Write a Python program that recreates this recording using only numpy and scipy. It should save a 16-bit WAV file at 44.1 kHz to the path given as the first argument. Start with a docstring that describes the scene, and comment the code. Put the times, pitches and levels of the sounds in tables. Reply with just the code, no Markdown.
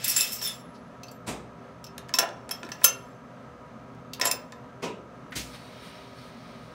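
"""Hard thin strips laid into the slots of a metal fixture click, rattle and ring: decaying modes plus noise cracks.
Far machines thump and a valve vents as swelling noise bands, some with a low sine boom; a button is pressed.
The table drive starts as wandering resonant noise with hissing puffs of air.
A steady hum of fans and motors, broad noise with narrow resonances, lies under all."""
import sys
import numpy as np
from scipy import signal
from scipy.fft import rfft, irfft
from scipy.io import wavfile

SR = 44100
rng = np.random.default_rng(int(sys.argv[2]) if len(sys.argv) > 2 else 0)


def to_wav(s):
    """Save 16-bit WAV."""
    ch = np.atleast_2d(s).T  # columns
    pcm = np.round(np.clip(ch, -1, 1) * 32767)  # PCM
    wavfile.write(sys.argv[1], SR, pcm.astype(np.int16))


def volts_from_decibels(level):
    """Turn decibel levels (scalar or array-like) into linear amplitude factors."""
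    exponent = np.asarray(level, float) / 20
    return 10 ** exponent


N = 297219

# broad fan noise: (frequency [Hz], relative density [dB])
FAN_COLOUR = [(15, -63.5), (25, -22.5), (60, -11), (114, -8.5), (259, 0.5), (330, -12), (389, -10),
              (600, -4), (787, -11.5), (1280, -9.5), (1510, -17.5), (1640, -16), (3230, -28), (6210, -36),
              (16500, -54)]
# resonances of the hum: (frequency [Hz], width [Hz], rms level [dB])
HUM_BANDS = [(63, 10, -70.5), (76, 6.1, -69.5), (124.8, 17, -54.5), (162.3, 14, -60.5), (172, 6.4, -62),
             (228, 16, -58.5), (257.6, 25, -57), (394.5, 8, -59.5), (487.5, 5.8, -62), (527, 5.7, -64.5),
             (619, 13, -64), (710.8, 12, -62.5), (966, 20, -62), (1245, 29, -61), (1315, 80, -62),
             (1594, 60, -68), (6200, 500, -80)]
# whirr of the drive: (frequency [Hz], relative density [dB])
WHIRR_COLOUR = [(880, -23.5), (1500, 3), (1800, 2.5), (2440, 4), (2770, -2.5), (3940, 2.5), (4810, -2.5),
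                (5220, -5.5), (5920, -6.5), (7630, -18), (8980, -11.5), (10300, -22), (13000, -21)]
# resonances of the drive housing: (frequency [Hz], width [Hz], relative level [dB])
HOUSING_BANDS = [(2886, 40, 4.5), (3210, 99, -2.5), (3830, 48, 4), (4465, 87, 0), (5180, 130, -6.5),
                 (5420, 34, 2.5), (6000, 97, -12), (8800, 72, -14), (9110, 110, -17)]
# puffs of air while the table turns: (start [s], length [s], hiss [dB], swell of the whirr [dB])
AIR_PUFFS = [(5.536, 0.027, -66, 10.5), (5.822, .085, -65, 2), (6.16, 0.14, -71, 3.5),
             (6.62, .06, -78, 0.5)]
# two thumps of far machines, then the valve: (time [s], level [dB], rise [s], bass t60 [s], treble t60 [s])
FAR_BLASTS = [(1.262, -27, 0.017, 0.59, 0.23), (4.818, -25.5, 0.014, 0.55, 0.21),
              (5.35, -27, 0.011, 0.35, 0.32)]
# their colours in the same order: (frequency [Hz], relative density [dB])
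PRESS_COLOUR = [(59, -45.5), (100, -9), (215, -5.5), (535, -8.5), (801, -11), (872, -10.5), (1680, -18),
                (2520, -15.5), (2860, -20), (8460, -19.5), (16000, -36)]
STAMP_COLOUR = [(59, -53), (100, -29), (202, -4.5), (295, -5.5), (502, -2.5), (836, -15), (970, -5),
                (1130, -12.5), (1650, -21), (2630, -12.5), (3470, -21.5), (5770, -21.5), (16000, -43)]
VALVE_COLOUR = [(59, -32), (100, 5), (234, -3), (350, 0), (461, -8), (535, -18), (970, -11), (1080, -17),
                (1800, -6), (2750, -4.5), (2990, -5), (6020, -6), (16000, -20.5)]
# the floor shakes: (time [s], level [dB])
FLOOR_BOOMS = [(1.291, -44), (5.359, -40)]
# button and small touches: (time [s], level [dB], centre [Hz], half-width [octaves], rise [s], t60 [s])
SMALL_TOUCHES = [(0.736, -48.5, 4540, 1.5, 0.016, 0.15), (2.187, -34, 420, 1.5, 0.0053, 0.2),
                 (2.632, -42, 304, 1.4, 0.0052, 0.31), (2.844, -38.5, 404, 1.4, .003, .15),
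                 (4.215, -40.5, 600, 1.2, 0.0057, 1), (5.325, -53.5, 4940, 2.8, 0.011, 0.42),
                 (2.685, -36.5, 254.7, 0.61, 0.0046, .12), (5.309, -57, 11150, 1.2, 0.00092, 0.032),
                 (5.32, -37, 1770, 1.9, 0.00095, 0.15), (5.322, -42, 3960, 1.3, 0.00092, 0.032),
                 (5.541, -44, 3500, 1.9, .008, 0.059)]
# decay of the booth: (frequency [Hz], t60 [s])
BOOTH_DECAY = [(300, 0.67), (1500, 0.36), (5000, 0.17), (12000, 0.11)]
# fixture plate: (frequency [Hz], relative level before halving [dB], free t60 [s])
PLATE_MODES = [(420, -6, 0.024), (519, -3, 0.039), (666, -6, .06), (900, -0.5, 0.021), (1020, -9, 0.098),
               (1256, -17.5, .05), (1278, -17.5, 0.06), (1385, -14.5, 0.098), (1560, -18, .05),
               (1730, 1.5, .05), (1860, 0.5, 0.0397), (2170, -7, 0.041), (2515, -10, .04)]
# blows that reach the plate: (time [s], level [dB], favoured mode [Hz])
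PLATE_KNOCKS = [(0.164, -34, 1730), (0.207, -36, 1730), (0.415, -37.5, 1720), (1.979, -37.5, 603),
                (2.092, -37, 800), (2.14, -29, 1040), (2.186, -19.5, 1456), (2.204, -24, 595),
                (2.228, -23.5, 680), (2.491, -36, 921), (2.511, -31.5, 1790), (2.63, -34, 1475),
                (2.665, -48, 1760), (2.689, -37, 585), (2.718, -34.5, 1804), (2.817, -33, 587),
                (2.843, -19, 1405), (4.197, -33, 990), (4.213, -19.5, 1860), (4.235, -26.5, 1840),
                (4.252, -22.5, 996), (4.271, -26.5, 732), (4.313, -39, 960), (4.525, -41.5, 1020)]
# strips: (frequency [Hz], relative level [dB], free t60 [s])
STRIP_MODES = [(2610, -9, .2), (2740, -12, .15), (3170, -9, .1), (3590, -9, .07), (4340, -12, .08),
               (4600, -14, .05), (5150, -5, .06), (5320, -3, .09), (5440, -6, .06), (5710, -8, .05),
               (6050, -9, .06), (6215, -8, .13), (6800, -14, .08), (7310, -3, .12), (7465, -2, .14),
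               (7650, 0, .07), (8170, -14, .08), (8800, -18, .06), (9935, -6, .08), (10090, -9, .08),
               (10190, -4, .08), (11315, -5, .09), (11495, -5, .08), (12100, -9, .16), (12390, -9, .1),
               (12800, -6, .06), (13070, -5, .07), (13815, -4, .09), (14310, -5, .08), (15450, -12, .08),
               (15735, -5, .08)]
# a strip left free rings on with a thin tone: (time [s], level [dB], frequency [Hz], t60 [s])
THIN_TONES = [(0.0438, -51, 2645, 0.47), (.474, -55.5, 10820, 1), (0.473, -37, 3390, 0.21),
              (1.114, -56, 7470, 0.15), (1.114, -59, 12100, 0.21), (2.189, -48.5, 11150, 0.27),
              (2.188, -41.5, 2787, 0.35), (0.475, -29, 9920, 0.12), (2.187, -28, 10190, .12),
              (2.513, -36, 10300, 0.096), (2.5122, -36.5, 13070, 0.066), (2.5121, -38, 3243, .1),
              (1.034, -48, 6000, .06), (2.847, -21.5, 6215, 0.2), (2.847, -45.5, 11080, 0.4),
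              (2.846, -36.5, 2730, 0.34), (4.254, -20.5, 11300, 0.068), (4.3143, -39, 15480, .2),
              (4.524, -77, 12140, 0.48)]
# dry contact cracks, alone or on top of a ringing clink: (time [s], level [dB], relative treble [dB])
DRY_CRACKS = [(1.8411, -47.5, -5), (1.9804, -31.5, -7), (2.0864, -45, -13.5), (2.092, -39, -10),
              (2.1866, -12, -12), (2.29, -39, -20), (2.492, -33, -8), (2.6317, -35.5, -28.5),
              (2.6666, -47.5, -19.5), (2.6897, -45, -11), (2.719, -40, -25.5), (2.8159, -54.5, 0),
              (2.8357, -31.5, 1), (2.8417, -21, 5), (3.9494, -61.5, -4), (4.0492, -68, -14),
              (4.136, -30, -13.5), (4.1474, -42, -19), (4.1984, -35, 1), (4.214, -27, -14.5),
              (4.313, -22.5, 1), (4.5223, -38, -30)]
# strips shaken in the fingers, one list per stretch: (time [s], level [dB], brightness [dB per band])
SHAKES = [
    [(0.0, -39, -3.5), (0.038, -34.5, -4.5), (0.041, -19.5, -2)],
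    [(0.044, -23.5, 4), (0.062, -25.5, -3.5), (0.094, -19, 3.5), (0.146, -28, -1), (0.161, -30, 0)],
    [(0.165, -16, 1.5), (0.203, -25, -0.5), (0.211, -21, 1.5), (0.307, -34.5, -0.5), (0.329, -28.5, 4),
     (0.411, -42.5, -3)],
    [(0.416, -30, 2.5), (0.47, -28, -1.5), (0.476, -30, -0.5), (0.534, -42.5, -2), (0.62, -55, -1.5)],
    [(2.53, -42, -2.5), (2.55, -50, -4.5), (2.62, -60, -2.5)],
    [(2.73, -48.5, -1), (2.778, -62, -1.5), (2.83, -46, -5)],
    [(4.225, -41, -10), (4.243, -32.5, -0.5), (4.259, -19, -1.5), (4.308, -46.5, 0)],
]
# rattle share of the lowest, low, middle and high modes: (share [dB])
RATTLE_SHARES_DB = [-8, -8, -11, -9]
# strip rings against strip or slot:
# (time [s], level [dB], favoured low mode [Hz], relative middle modes [dB], relative high modes [dB])
STRIP_CLINKS = [(0.0432, -20, 3595, -3.5, 0), (0.08, -29, 5290, -6, 11), (0.1625, -21.5, 5020, 3, -8.5),
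                (.2071, -18.5, 5360, -2, -6.5), (0.414, -28.5, 5470, -26, -13), (.474, -30, 5430, -6, -3),
                (1.0334, -34, 4340, -32, -16), (1.068, -53, 4530, -24, -7), (1.0835, -41, 4600, -27, -15),
                (1.113, -51.5, 5900, 6, 4), (1.8416, -34, 5560, -10, -10.5),
                (1.8656, -39.5, 5240, -23, -13), (2.139, -15, 5450, -22, -14.5),
                (2.1523, -27.5, 5400, -5, -1.5), (2.188, -12, 5420, -9, -3), (2.203, -27, 5000, -19.5, -9),
                (2.51, -24.5, 5440, -14, -5.5), (2.6487, -40.5, 5360, -20.5, -20),
                (2.718, -28, 5720, -23, -19.5), (2.8424, -10, 5150, 1.5, 6), (2.8463, -11, 6180, -6, -6.5),
                (4.134, -30, 4590, -14, -7), (4.213, -15, 5180, -8, -16), (4.2542, -21, 5180, -3, -18.5),
                (4.2706, -24, 5180, 4.5, -19), (4.313, -16, 5100, -12, -4)]

HELD = 0.48   # share of the free t60 left after a single blow
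LOOSE = 0.65   # share of the free t60 left while the strips rattle
MIDDLE_HZ, HIGH_HZ = 6600, 9000   # lower limits of the middle and high strip modes


def rms_one(x):
    """Scale to rms 1."""
    return x / np.sqrt(np.mean(x ** 2) + 1e-20)


def at_hz(points, hz):
    """Read a table on a log-frequency axis."""
    table_hz, value = np.transpose(points)
    return np.interp(np.log(hz), np.log(table_hz), value)


def coloured(points, size=N):
    """Noise of the given relative density, rms 1."""
    hz = np.maximum(np.fft.rfftfreq(size, 1 / SR), 1)
    white = rfft(rng.standard_normal(size))
    return rms_one(irfft(white * volts_from_decibels(at_hz(points, hz)), size))


def band_noise(white, low_hz, high_hz):
    """White noise through a band-pass."""
    return signal.sosfilt(signal.butter(2, [low_hz, high_hz], "band", fs=SR, output="sos"), white)


def drift(knots_per_s):
    """Slow wander: random knots of spread 1 joined by straight lines."""
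    knots = rng.standard_normal(int(N / SR * 60))
    return np.interp(np.arange(N) / SR * knots_per_s, np.arange(len(knots)), knots)


def place(s, sound):
    """Place a short sound at its time."""
    return np.pad(sound, (int(s * SR), N))[:N]


def swell_and_die(t, level_db, rise_s, t60_s):
    """Envelope: smooth rise, exponential decay."""
    return volts_from_decibels(level_db - 60 * t / t60_s) * (1 - np.exp(-(t / rise_s) ** 2))


def ring(clicks, hz, t60_s):
    """Two-pole resonator: a unit click starts a decaying sine of height 1."""
    r, w = volts_from_decibels(-60 / (t60_s * SR)), 2 * np.pi * hz / SR
    return signal.lfilter([0, np.sin(w)], [1, -2 * r * np.cos(w), r * r], clicks + 1e-18)


def favour(modes, favoured_hz):
    """Gain [dB], modes by touches: modes near the favoured pitch rise to 0 dB, the others sink."""
    hz, own_db = np.array(modes)[:, :1], np.array(modes)[:, 1:2]
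    near = np.exp(-(np.log(hz / favoured_hz) / 0.068) ** 2)
    return (1 - near) * (own_db - 7.5)


def strike(at, modes, force_db, chatter_s, scatter_db):
    """Each touch clicks every mode once, then with three weaker rebounds."""
    out = np.zeros(N)
    luck = rng.standard_normal((len(at), len(modes), 4))
    late = (rng.random((len(at), 3)) * chatter_s * 3 * SR).astype(int)
    for k, (hz, _, t60_s) in enumerate(modes):
        size = volts_from_decibels(force_db[k] + scatter_db * luck[:, k, 0])
        rebound = 0.38 * size[:, None] * np.sign(luck[:, k, 1:])
        clicks = np.zeros(N)
        np.add.at(clicks, at, size * (-1) ** k)
        np.add.at(clicks, at[:, None] + late, rebound)
        out += ring(clicks, hz, HELD * t60_s)
    return out


def cracks(at, level_db, high_db, fade_s):
    """Dry contact: a short puff of noise per touch, in a middle and a top band."""
    out, t = np.zeros(N), np.arange(1500) / SR
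    middle = coloured([(900, -39.5), (3000, 3.5), (5500, 1), (8500, -6.5), (10000, -29.0)])
    top = coloured([(7000, -30.5), (9000, 3.5), (16000, -14)])
    for i, mid_db, top_db in zip(at, level_db, level_db + high_db):
        span = slice(i, i + len(t))
        out[span] += np.exp(-t / fade_s) * (volts_from_decibels(mid_db) * middle[span] + volts_from_decibels(top_db) * top[span])
    return out


def hall():
    """Broad fan noise with narrow bands where motors and ducts resonate."""
    fans = volts_from_decibels(-49 + .8 * drift(14)) * coloured(FAN_COLOUR)
    hz = np.fft.rfftfreq(N, 1 / SR)
    white = rfft(rng.standard_normal(N))
    power = sum(volts_from_decibels(level_db) ** 2 / width_hz / (1 + (2 * (hz - f) / width_hz) ** 2) ** 2
                for f, width_hz, level_db in HUM_BANDS)
    return fans + irfft(white * np.sqrt(power * SR * 2 / np.pi), N)


def drive():
    """Gears and bearings whirr broadly and in housing resonances; air escapes in soft bright puffs."""
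    since_s = np.arange(N) / SR - 5.47   # drive starts
    t = np.arange(N) / SR
    start_s, length_s, hiss_db, swell_db = np.transpose(AIR_PUFFS)[:, :, None]
    edge_s = 0.015
    gates = .5 * (np.tanh((t - start_s) / edge_s) - np.tanh((t - start_s - length_s) / edge_s))

    whirr_db = -54 - 4.0 * since_s + np.sum(swell_db * gates, axis=0)
    seep = volts_from_decibels(-80)
    leak = volts_from_decibels(-62 - 43 * np.maximum(since_s, 0))
    hiss = seep + leak + np.sum(volts_from_decibels(hiss_db) * gates, axis=0)

    hz = np.fft.rfftfreq(N, 1 / SR)
    white = rfft(rng.standard_normal(N))
    housing = np.zeros(N)
    for f, width_hz, level_db in HOUSING_BANDS:
        band = irfft(white / (1 + (2 * (hz - f) / width_hz) ** 2), N)
        housing += volts_from_decibels(level_db + 4.0 * drift(6)) * band
    body = coloured(WHIRR_COLOUR) + volts_from_decibels(-7.5) * rms_one(housing)
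    whirr = volts_from_decibels(whirr_db + 1.17 * drift(5.7)) * body
    air = hiss * coloured([(4000, -13), (9000, 5.5), (16000, -9.0)])
    return (since_s > 0) * (whirr + air)


def far_machines_and_valve():
    """Noise bands swell together and die, the treble first."""
    out, t = np.zeros(N), np.arange(16384) / SR
    hz = np.fft.rfftfreq(len(t), 1 / SR)
    edges_hz = [40, 500, 1400, 4000, 9000, 19000]
    colours = [PRESS_COLOUR, STAMP_COLOUR, VALVE_COLOUR]
    for (s, level_db, rise_s, bass_t60_s, treble_t60_s), colour in zip(FAR_BLASTS, colours):
        spectrum = rfft(coloured(colour, size=len(t)))
        t60s = np.geomspace(bass_t60_s, treble_t60_s, len(edges_hz) - 1)
        for low, high, t60_s in zip(edges_hz, edges_hz[1:], t60s):
            band = irfft(spectrum * (hz >= low) * (hz < high))
            out += place(s, swell_and_die(t, level_db, rise_s, t60_s) * band)
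    return out


def floor_booms():
    """The floor shakes as a decaying low sine."""
    out, t = np.zeros(N), np.arange(16384) / SR
    for s, level_db in FLOOR_BOOMS:
        tone = np.sin(2 * np.pi * 60.7 * t)
        out += place(s, volts_from_decibels(level_db - 60 * t / 0.72) * tone * (1 - np.exp(-t / 0.014)))
    return out


def touches():
    """Button and small touches: one band of noise each, swelling and dying."""
    out, t = np.zeros(N), np.arange(16384) / SR
    for s, level_db, centre_hz, octaves, rise_s, t60_s in SMALL_TOUCHES:
        ratio = 2 ** octaves
        colour = [(centre_hz / ratio, -30), (centre_hz, 0), (centre_hz * ratio, -30), (40000, -50)]
        out += place(s, swell_and_die(t, level_db, rise_s, t60_s) * coloured(colour, size=len(t)))
    return out


def booth(x):
    """Sheet-metal booth and far walls answer with a dense noise tail, shorter or fainter in the treble."""
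    t, tail = np.arange(22050) / SR, 0
    edges_hz = 200 * 2 ** np.arange(0, 6.6, .5)
    white = rng.standard_normal((2, len(t)))
    for k, (low, high) in enumerate(zip(edges_hz, edges_hz[1:])):
        band = band_noise(white[k % 2], low, high)
        near_walls = volts_from_decibels(-60 * t / at_hz(BOOTH_DECAY, np.sqrt(low * high)))
        # air swallows the treble of the far answer
        dull_db = 11.0 * max(np.log2(low / 4000), 0)
        far_walls = volts_from_decibels(-24 - dull_db - 60 * t / 0.66)
        tail = tail + band * (near_walls + far_walls)
    tail = tail * (1 - np.exp(-(t / 0.0037) ** 2))
    return volts_from_decibels(-7) * signal.fftconvolve(x, tail / np.sqrt(np.sum(tail ** 2)))[:N]


def knocks():
    """Blows reach the fixture plate and ring its modes."""
    s, level_db, plate_hz = np.transpose(PLATE_KNOCKS)
    force_db = level_db + .5 * favour(PLATE_MODES, plate_hz)
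    return strike((s * SR).astype(int), PLATE_MODES, force_db, chatter_s=.0042, scatter_db=2.0)


def pings():
    """Decaying tones of free strips, each with a weaker twin mode that makes it beat."""
    out, t = np.zeros(N), np.arange(32768) / SR
    beat_hz, twin_db = 22.0, -6.5
    for s, level_db, hz, t60_s in THIN_TONES:
        tone = np.sin(2 * np.pi * hz * t)
        twin = volts_from_decibels(twin_db) * np.sin(2 * np.pi * (hz + beat_hz) * t)
        out += place(s, volts_from_decibels(level_db - 60 * t / t60_s) * (tone + twin))
    return out


def dry_cracks():
    """Dry contact noise, alone or on top of a ringing clink."""
    s, level_db, treble_db = np.transpose(DRY_CRACKS)
    return cracks((s * SR).astype(int), level_db, treble_db, fade_s=0.0022)


def grips():
    """Clink samples, relative strip mode strengths and group levels; the grip favours one low mode."""
    s, level_db, low_hz, middle_db, high_db = np.transpose(STRIP_CLINKS)
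    hz, own_db = np.array(STRIP_MODES)[:, :1], np.array(STRIP_MODES)[:, 1:2]
    group = (hz > MIDDLE_HZ) * 1 + (hz > HIGH_HZ)
    shares_db = np.choose(group, [favour(STRIP_MODES, low_hz), own_db + 0 * s, own_db - 2.5 + 0 * s])
    return (s * SR).astype(int), shares_db, level_db + np.choose(group, [0 * s, middle_db, high_db])


def shake_forces(edge_count):
    """Level of each mode band over time; silent between the stretches."""
    t, force = np.arange(N) / SR, np.zeros((edge_count - 1, N))
    tilt = np.c_[[-1.5, -.5, .5, 1.5]]
    for rows in SHAKES:
        s, level_db, bright_db = np.transpose(rows)
        shake_db = np.interp(t, s, level_db, -200, -200)
        force += volts_from_decibels(shake_db + np.reshape(RATTLE_SHARES_DB, (-1, 1)) + np.interp(t, s, bright_db) * tilt)
    return force


def rattle():
    """Dense small contacts drive the strip modes, favoured as in the last clink, over a dry rasp."""
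    contacts_per_s, size_db, ring_db, rasp_db, wander_db = 2200.0, 4.0, -6.5, -8.5, 6.5
    contacts = rng.random(N) < contacts_per_s / SR
    grains = rms_one(contacts * volts_from_decibels(size_db * np.minimum(rng.exponential(1, N), 4)))
    edges_hz = [1500, 4000, MIDDLE_HZ, HIGH_HZ, 16000]
    force = shake_forces(len(edges_hz))
    at, shares_db, _ = grips()
    last = np.maximum(np.searchsorted(at, np.arange(N)) - 1, 0)
    out = np.zeros(N)
    for (hz, own_db, t60_s), share_db in zip(STRIP_MODES, shares_db):
        mode_db = own_db if hz < edges_hz[1] else share_db[last]
        # long rings gather more grains: even them out
        gain = volts_from_decibels(mode_db + ring_db + wander_db * drift(20)) / np.sqrt(t60_s * SR / 28)
        clicks = grains * rng.choice([-1, 1], N) * force[np.searchsorted(edges_hz, hz) - 1]
        out += ring(clicks * gain, hz, LOOSE * t60_s)
    for level, low, high in zip(force, edges_hz, edges_hz[1:]):
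        out += volts_from_decibels(rasp_db) * level * rms_one(band_noise(rng.standard_normal(N), low, high))
    return out


def clinks():
    """Strip against strip or slot: ringing modes and a dry crack."""
    at, shares_db, level_db = grips()
    ringing = strike(at, STRIP_MODES, shares_db + level_db - 5.5, chatter_s=.002, scatter_db=3.0)
    # first row: low modes; last row: high modes
    return ringing + cracks(at, level_db[0] - 9, level_db[-1] - level_db[0], fade_s=.004)


def scene():
    """Near sounds, high-passed, ring in the booth; the other layers bypass it."""
    near = knocks() + pings() + dry_cracks() + rattle() + clinks()
    near = signal.sosfilt(signal.butter(2, 300, "high", fs=SR, output="sos"), near)
    far = hall() + drive() + far_machines_and_valve() + floor_booms() + touches()
    return (far + near + booth(near))[None]


def top_cut(x):
    """Nothing passes above the cut-off."""
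    return signal.sosfilt(signal.butter(12, 17170, fs=SR, output="sos"), x)


def record(dry):
    """The loudest peaks are rounded; the top falls away in two steps."""
    rounded = np.tanh(dry)
    hz = np.fft.rfftfreq(N, 1 / SR)
    top_db = np.interp(hz, [15730, 15910, 16550, 16750], [0, -27, -35, -60])
    mix = irfft(rfft(rounded) * volts_from_decibels(top_db), N)
    return top_cut(mix)


dry = scene()
out = record(dry)
to_wav(out)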